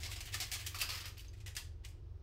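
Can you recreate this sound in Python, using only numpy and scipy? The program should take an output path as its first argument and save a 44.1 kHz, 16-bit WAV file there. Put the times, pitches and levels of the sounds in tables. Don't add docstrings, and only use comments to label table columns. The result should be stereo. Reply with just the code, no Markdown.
import sys
import numpy as np
from scipy import signal
from scipy.fft import rfft, irfft, next_fast_len
from scipy.io import wavfile
from scipy.ndimage import uniform_filter1d, map_coordinates

SR = 44100
rng = np.random.default_rng(int(sys.argv[2]) if len(sys.argv) > 2 else 0)


def dump(signal):
    limited = np.clip(np.atleast_2d(signal).T, -1, 1)
    pcm = np.round(limited * 32767).astype(np.int16)
    wavfile.write(sys.argv[1], SR, pcm)


def boost_factor(decibels):
    exponent = np.asarray(decibels, float) / 20
    return 10 ** exponent


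N = 98254
SPAN = SR * 2 // 5

# multiple_of_motor_hz, level_db
MOTOR_LINES = [(1, -62), (3, -56), (4, -81), (5, -81.5), (6, -91.5), (9, -79), (11, -79), (12, -83.5),
               (13, -89.5), (14, -92.5)]
# pitch_hz, width_hz, level_db
ROOM_MODES = [(33, 5, -5), (53.7, 7, -3), (77, 7, 0), (98, 12, -9), (133, 22, -19), (345, 9, -25)]
# pitch_hz, likeness_0_to_1
LIKENESS = [(30, .93), (60, 1), (130, .94), (290, 0.6), (640, 0.62), (2000, 0.061)]
# pitch_hz, level_db_per_hz
MURMUR = [(110, -110), (160, -99), (250, -99), (400, -95.5), (630, -103), (1000, -107), (1600, -112)]
# pitch_hz, level_db_per_hz
HISS_CURVE = [(900, -125), (1300, -111), (2000, -115), (3000, -115), (5500, -117), (7400, -129),
              (9000, -128), (10500, -134), (13300, -137), (15500, -132)]
# time_s, level_db
SQUEEZE_LEVEL = [
    (0.0, -47),
    (0.658, -41),
    (0.77, -42),
    (0.9, -47),
    (0.98, -39.5),
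    (1.118, -65),
    (1.244, -70),
    (1.45, -78),
]
# pitch_hz, share_0_to_1
SHARED_PART = [(500, 0.87), (1500, 0.52), (4000, 0.23), (12000, 0.12)]
# pitch_hz, t60_s
KITCHEN_T60 = [(500, .38), (3000, .32), (8000, .28), (15000, .2)]
# start_s, level_db, spread_s, foil_note_hz, brightness_db
FOIL_DROPS = [(0.0014, -42.5, 0.03, 2030, -1), (0.032, -34.5, 0.034, 5050, -5.5),
              (0.1143, -35.5, 0.019, 2340, -1.5), (0.2052, -35, 0.0077, 2370, 2),
              (0.2732, -42, 0.016, 3050, -23), (0.3413, -25.5, 0.0036, 1750, 7),
              (0.401, -28.5, 0.022, 4160, 5.5), (0.4236, -32, 0.0093, 5160, -2),
              (0.5155, -29.5, 0.026, 4970, 7.5), (0.5342, -33.5, 0.024, 3040, 2.5),
              (0.663, -29.5, 0.012, 3000, 9), (1.4022, -50, 0.01, 2010, -6), (1.4605, -40, 0.022, 1960, 0),
              (1.5509, -40.5, 0.02, 3950, 6), (1.5654, -27, 0.0019, 4720, 9),
              (1.5804, -38.5, 0.0038, 3030, 7.5), (1.6357, -59, 0.008, 6000, 10),
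              (1.8476, -41.5, 0.007, 2190, 1.5), (1.884, -54, .005, 7000, 18),
              (1.903, -61, 0.0031, 8000, 19), (0.6, -47, 0.0055, 2810, 0)]
# start_s, level_db, spread_s, foil_note_hz, brightness_db
FOIL_RUNNELS = [
    (0.091, -38, 0.023, 2980, 9),
    (0.156, -29, 0.0086, 5000, -3.5),
    (0.252, -32.5, 0.01, 2724, 8),
    (.32, -30.5, 0.034, 3480, -2),
    (0.584, -37, 0.031, 2700, 0),
    (0.797, -25.5, 0.019, 2700, 0),
    (1.329, -44, 0.0055, 2000, -5),
    (1.359, -57.5, 0.031, 3980, 0),
    (1.499, -48, 0.0083, 2560, 8),
    (1.835, -43.5, 0.015, 1950, -18),
]
# pitch_hz, level_db_per_hz
FOIL_TONE = [(180, -43), (300, -11), (590, -18.5), (708, -6), (849, -11.5), (1730, -6.5), (3070, -2.5),
             (7750, -6), (15500, -21.5)]
# start_s, level_db, pitch_hz, t60_s
DENT_POPS = [(0.049, -51.5, 1155, 0.12), (0.342, -40.5, 1786, 0.078), (.345, -44, 1230, 0.064),
             (.345, -65, 780, .04), (.36, -48, 2060, 0.051), (.42, -50.5, 2057, 0.066),
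             (.425, -49, 1094, 0.046), (.425, -60, 694, 0.044), (.522, -64, 990, 0.034),
             (.527, -43.5, 2280, 0.042), (.548, -58, 714, 0.054), (.555, -50, 1200, 0.079),
             (.563, -47.5, 1690, 0.053), (.665, -43, 3150, 0.036), (.718, -52, 1170, 0.037),
             (0.744, -41.5, 1164, 0.07), (.746, -48, 732, 0.051), (.748, -43.5, 1340, 0.057),
             (.804, -40, 2750, 0.037), (.8148, -27.5, 4900, 0.03), (0.8139, -28.5, 2620, 0.033),
             (.822, -47, 1250, .06), (0.8885, -36, 5010, 0.021), (.891, -47.5, 1200, 0.08),
             (1.193, -52.5, 2940, 0.055), (1.27, -64, 4930, 0.02), (1.282, -51, 6320, .02),
             (1.29, -55, 4870, 0.026), (.058, -48, 2180, .05), (.115, -57, 2700, .04),
             (.342, -47, 3970, .03), (.515, -41.5, 4970, .03), (.95, -38, 5000, .03),
             (1.005, -55, 5000, .03), (1.18, -56, 14600, .02), (1.195, -60, 9500, .015),
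             (1.205, -54, 9000, .015), (1.179, -58, 7000, .02), (0.171, -52, 1160, .05),
             (.09, -54, 1144, 0.066), (.055, -57, 520, .05), (1.48, -62, 520, .05),
             (1.336, -65, 1994, 0.05), (1.402, -70.5, 2030, 0.15), (1.465, -59, 1987, 0.12),
             (1.475, -58, 1616, .07), (1.565, -45.5, 1750, 0.07), (1.568, -54, 1045, .04),
             (1.572, -49.5, 1990, 0.089), (1.574, -47, 3335, 0.076), (1.597, -61, 940, 0.055),
             (1.608, -58, 2720, 0.076), (1.849, -61, 2130, 0.032)]
# start_s, level_db, spread_s, low_ring_db, brightness_db
DROPS_ON_TRAY = [(0.7444, -31.5, 0.02, 18.5, 0.5), (0.7854, -32.5, 0.019, -14, 9),
                 (0.814, -22, 0.0067, 9, 10), (0.8224, -27, 0.0047, 11, -30), (0.8901, -28.5, 0.015, 1, -2),
                 (0.9142, -31, 0.023, 5, -6), (0.9473, -33, 0.016, 17, 2), (0.971, -35.5, 0.019, -6, -5),
                 (1.0042, -35.5, 0.014, 11, -1), (1.0404, -36.5, 0.017, 1, -24),
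                 (1.0548, -33, 0.0083, 10, 1.5), (1.0795, -38.5, 0.0063, -2, 8),
                 (1.1697, -47, 0.0093, -12, -6.5), (1.178, -43, 0.005, -27, 5),
                 (1.1935, -42.5, 0.0045, -16, 7), (1.2048, -45.5, 0.005, -26, 6),
                 (1.2448, -50.5, 0.0097, -6, -4), (1.28, -55.5, 0.01, -20, -1),
                 (1.095, -51, 0.0089, 0, -17)]
# pitch_hz, level_db_per_hz
TRAY_TONE = [(180, -51), (300, -20), (821, -16.5), (1160, -12.5), (1490, -10.5), (2610, -5.5), (4000, -6),
             (4960, -5.5), (15500, -20.5)]
# pitch_hz, width_hz, level_db
TRAY_NOTES = [(1200, 190, -6), (2700, 500, -16.5), (4800, 390, -4)]
# pitch_hz, left_over_right_db
BALANCE = [(60, 5), (150, -7), (380, -1.5), (950, 2.5), (2380, -2), (5980, -0.5), (15000, 0)]

ROOM_DB = -5.5
BRIGHT_HZ = 6950
ATTACK_S, SWELL_S = 0.00089, 0.015


def unit(x):
    return x / np.sqrt(np.mean(x ** 2, axis=-1, keepdims=True) + 1e-20)


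def along(points, hz):
    pitch, value = np.transpose(points)
    return np.interp(np.log(hz + 1), np.log(pitch + 1), value)


def peak(f, hz, width):
    return 1j * f * width / (hz * hz - f * f + 1j * f * width)


def wobble(rate):
    bends = rng.standard_normal(int(N * rate / SR) + 4)
    return map_coordinates(bends, [np.arange(N) * rate / SR])


def filtered(x, response):
    size = next_fast_len(x.shape[-1] + SR // 2)
    spectrum = rfft(x, size) * response(np.fft.rfftfreq(size, 1 / SR))
    return irfft(spectrum, size)[..., :x.shape[-1]]


def stereo(response):
    def mid_and_side(hz):
        turn = np.arccos(np.clip(along(LIKENESS, hz), -1, 1)) / 2
        return response(hz) * [np.cos(turn), np.sin(turn)]

    mid, side = filtered(rng.standard_normal((2, N)), mid_and_side)
    return np.array([mid + side, mid - side])


def machine():
    motor_hz, unsteady_db, boom_db = 33.31, 2.5, -50.5
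    t = np.arange(N) / SR
    hum = np.zeros(N)
    for multiple, db in MOTOR_LINES:
        level = np.sqrt(2) * boost_factor(db + unsteady_db * wobble(8.6))
        hum += level * np.sin(2 * np.pi * (multiple * motor_hz * t + rng.random()))
    modes = lambda f: sum(boost_factor(db) * np.abs(peak(f, hz, width)) ** 2 for hz, width, db in ROOM_MODES)
    return hum + boost_factor(boom_db) * unit(stereo(modes))


def air():
    murmur = stereo(lambda f: boost_factor(along(MURMUR, f)) / (1 + (f / 1800) ** 4))
    hiss = stereo(lambda f: boost_factor(along(HISS_CURVE, f)))
    return np.sqrt(SR / 2) * (murmur + hiss)


def ports(near, apart):
    lead_s = 0.0003943
    share = lambda f: np.clip(along(SHARED_PART, f), 0, 1)
    shift = lambda f: np.exp(1j * np.pi * lead_s * np.outer([1, -1], f))
    common = filtered(near, lambda f: np.sqrt(share(f)) * shift(f))
    return common + filtered(apart, lambda f: np.sqrt(1 - share(f)))


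def spray():
    rate, centre_hz, pitch_spread, cycles, size_db, spray_db = 1300, 6000, 0.661, 5.1, 1.5, -15
    s, level_db = np.transpose(SQUEEZE_LEVEL)
    count = int(rate * s[-1])
    when, pitch, size = rng.random((3, 3, 1500))[:, :, :count, None]
    start = (when * s[-1] * SR).astype(int)
    hz = np.clip(centre_hz * np.exp(pitch_spread * 4.01 * (pitch - .5)), 800, 15500)
    k = np.arange(256)
    strength = boost_factor(-size_db * np.log(size + 0.00064))
    ticks = strength * np.exp(-k * hz / SR / cycles) * np.sin(2 * np.pi * hz * k / SR)
    rain = unit(np.array([np.bincount((a + k).ravel(), b.ravel(), N) for a, b in zip(start, ticks)]))
    return ports(rain[0], rain[1:]) * boost_factor(spray_db + np.interp(np.arange(N) / SR, s, level_db))


def kitchen():
    hz, t, z = signal.stft(rng.standard_normal((2, SPAN)), SR, nperseg=256)
    fade = boost_factor(-60 * t / along(KITCHEN_T60, hz)[:, None])
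    tail = signal.istft(z * fade, SR, nperseg=256)[1]
    return tail / np.linalg.norm(tail[0])


def creases(f):
    low_hz, high_hz, crease_db, width = 588, 6310, -4, .04
    where, size = rng.random((2, 14))
    pitch = low_hz * (high_hz / low_hz) ** where
    return 1 + sum(boost_factor(crease_db) * a * peak(f, hz, width * hz) for hz, a in zip(pitch, size))


def sheen(f, bright_db):
    return boost_factor(bright_db * f * f / (f * f + BRIGHT_HZ ** 2))


def splash(rise, spread, t60, colour):
    spiky_db, spiky_top_db, clump_db = 5, 14, 2.5
    strike_db, strike_s = -0.5, 0.0029
    treble_life = 0.69
    t = np.arange(SPAN) / SR
    strike = np.exp(-t / strike_s)
    clumps = unit(uniform_filter1d(rng.standard_normal(SPAN), size=90))
    spike_db = np.minimum(spiky_db * rng.exponential(size=SPAN), spiky_top_db)
    spike_db = spike_db + clump_db * clumps * (0.5 - strike)
    spikes = unit(boost_factor(spike_db) * rng.standard_normal((3, SPAN)))
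    crackle = ports(spikes[0], spikes[1:]) * (1 - np.exp(-t / rise)) * (1 + boost_factor(strike_db) * strike)

    after = np.maximum(t - spread, 0)
    low = filtered(crackle, lambda f: 1 / (1 + (f / BRIGHT_HZ) ** 2))
    treble = crackle - low
    crackle = low * boost_factor(-60 * after / t60) + treble * boost_factor(-60 * after / (t60 * treble_life))

    power = np.mean(np.abs(colour(np.linspace(0, SR / 2, 999))) ** 2)
    direct = filtered(crackle, lambda f: colour(f) * creases(f)) / np.sqrt(power)
    late = np.pad(direct, ((0, 0), (200, 0)))
    return direct + boost_factor(ROOM_DB) * signal.fftconvolve(late, kitchen(), axes=1)[:, :SPAN]


def loose_foil(table, rise):
    foil_db, t60, note_db, note_width = -10, 0.091, -5, .15
    out = np.zeros((2, N + SPAN))
    for s, db, spread, note_hz, bright_db in table:
        note = lambda f: 1 + boost_factor(note_db) * peak(f, note_hz, note_width * note_hz)
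        colour = lambda f: boost_factor(along(FOIL_TONE, f)) * sheen(f, bright_db) * note(f)
        out[:, round(s * SR):][:, :SPAN] += boost_factor(db + foil_db) * splash(rise, spread, t60, colour)
    return out[:, :N]


def dent_pops():
    blur, room_db = .02, -7.5
    out, t = np.zeros((3, N + SPAN)), np.arange(SPAN // 2) / SR
    for s, db, hz, t60 in DENT_POPS:
        detune, phase = rng.standard_normal((2, 3, 3, 1))
        detune = detune - detune.mean(axis=1, keepdims=True)
        notes = np.sin(2 * np.pi * hz * (1 + blur * detune) * t + 3 * phase).sum(axis=1)
        fade = (1 - np.exp(-t / ATTACK_S)) * boost_factor(db - 60 * t / t60)
        out[:, round(s * SR):][:, :len(t)] += notes * fade
    direct = ports(out[0, :N], out[1:, :N])
    return direct + boost_factor(room_db) * signal.fftconvolve(direct, kitchen(), axes=1)[:, :N]


def tray_drops():
    tray_db, t60, scatter = -12, .11, .05
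    out = np.zeros((2, N + SPAN))
    for s, db, spread, low_db, bright_db in DROPS_ON_TRAY:
        off = 1 + scatter * rng.standard_normal(len(TRAY_NOTES))

        def colour(f):
            ring = 1
            for k, (hz, width, note_db) in enumerate(TRAY_NOTES):
                extra_db = low_db if k == 0 else 0
                ring = ring + boost_factor(note_db + extra_db) * peak(f, hz * off[k], width)
            return boost_factor(along(TRAY_TONE, f)) * sheen(f, bright_db) * ring

        out[:, round(s * SR):][:, :SPAN] += boost_factor(db + tray_db) * splash(ATTACK_S, spread, t60, colour)
    return out[:, :N]


def scene():
    juice = spray() + loose_foil(FOIL_DROPS, ATTACK_S) + loose_foil(FOIL_RUNNELS, SWELL_S)
    juice = juice + dent_pops() + tray_drops()
    juice = filtered(juice, lambda f: boost_factor(np.outer([.5, -.5], along(BALANCE, f))))
    return machine() + air() + juice


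def roll_off(x):
    return signal.sosfilt(signal.butter(12, 16830, fs=SR, output="sos"), x)


def record(dry):
    top_hz, bump_hz, bump_width_hz, bump_db = 15750, 13500, 1340, 3
    bump = lambda hz: 1 + boost_factor(bump_db) * np.abs(peak(hz, bump_hz, bump_width_hz)) ** 2
    mix = filtered(dry, lambda hz: (hz < top_hz) * bump(hz))
    return roll_off(mix)


dry = scene()
out = record(dry)
dump(out)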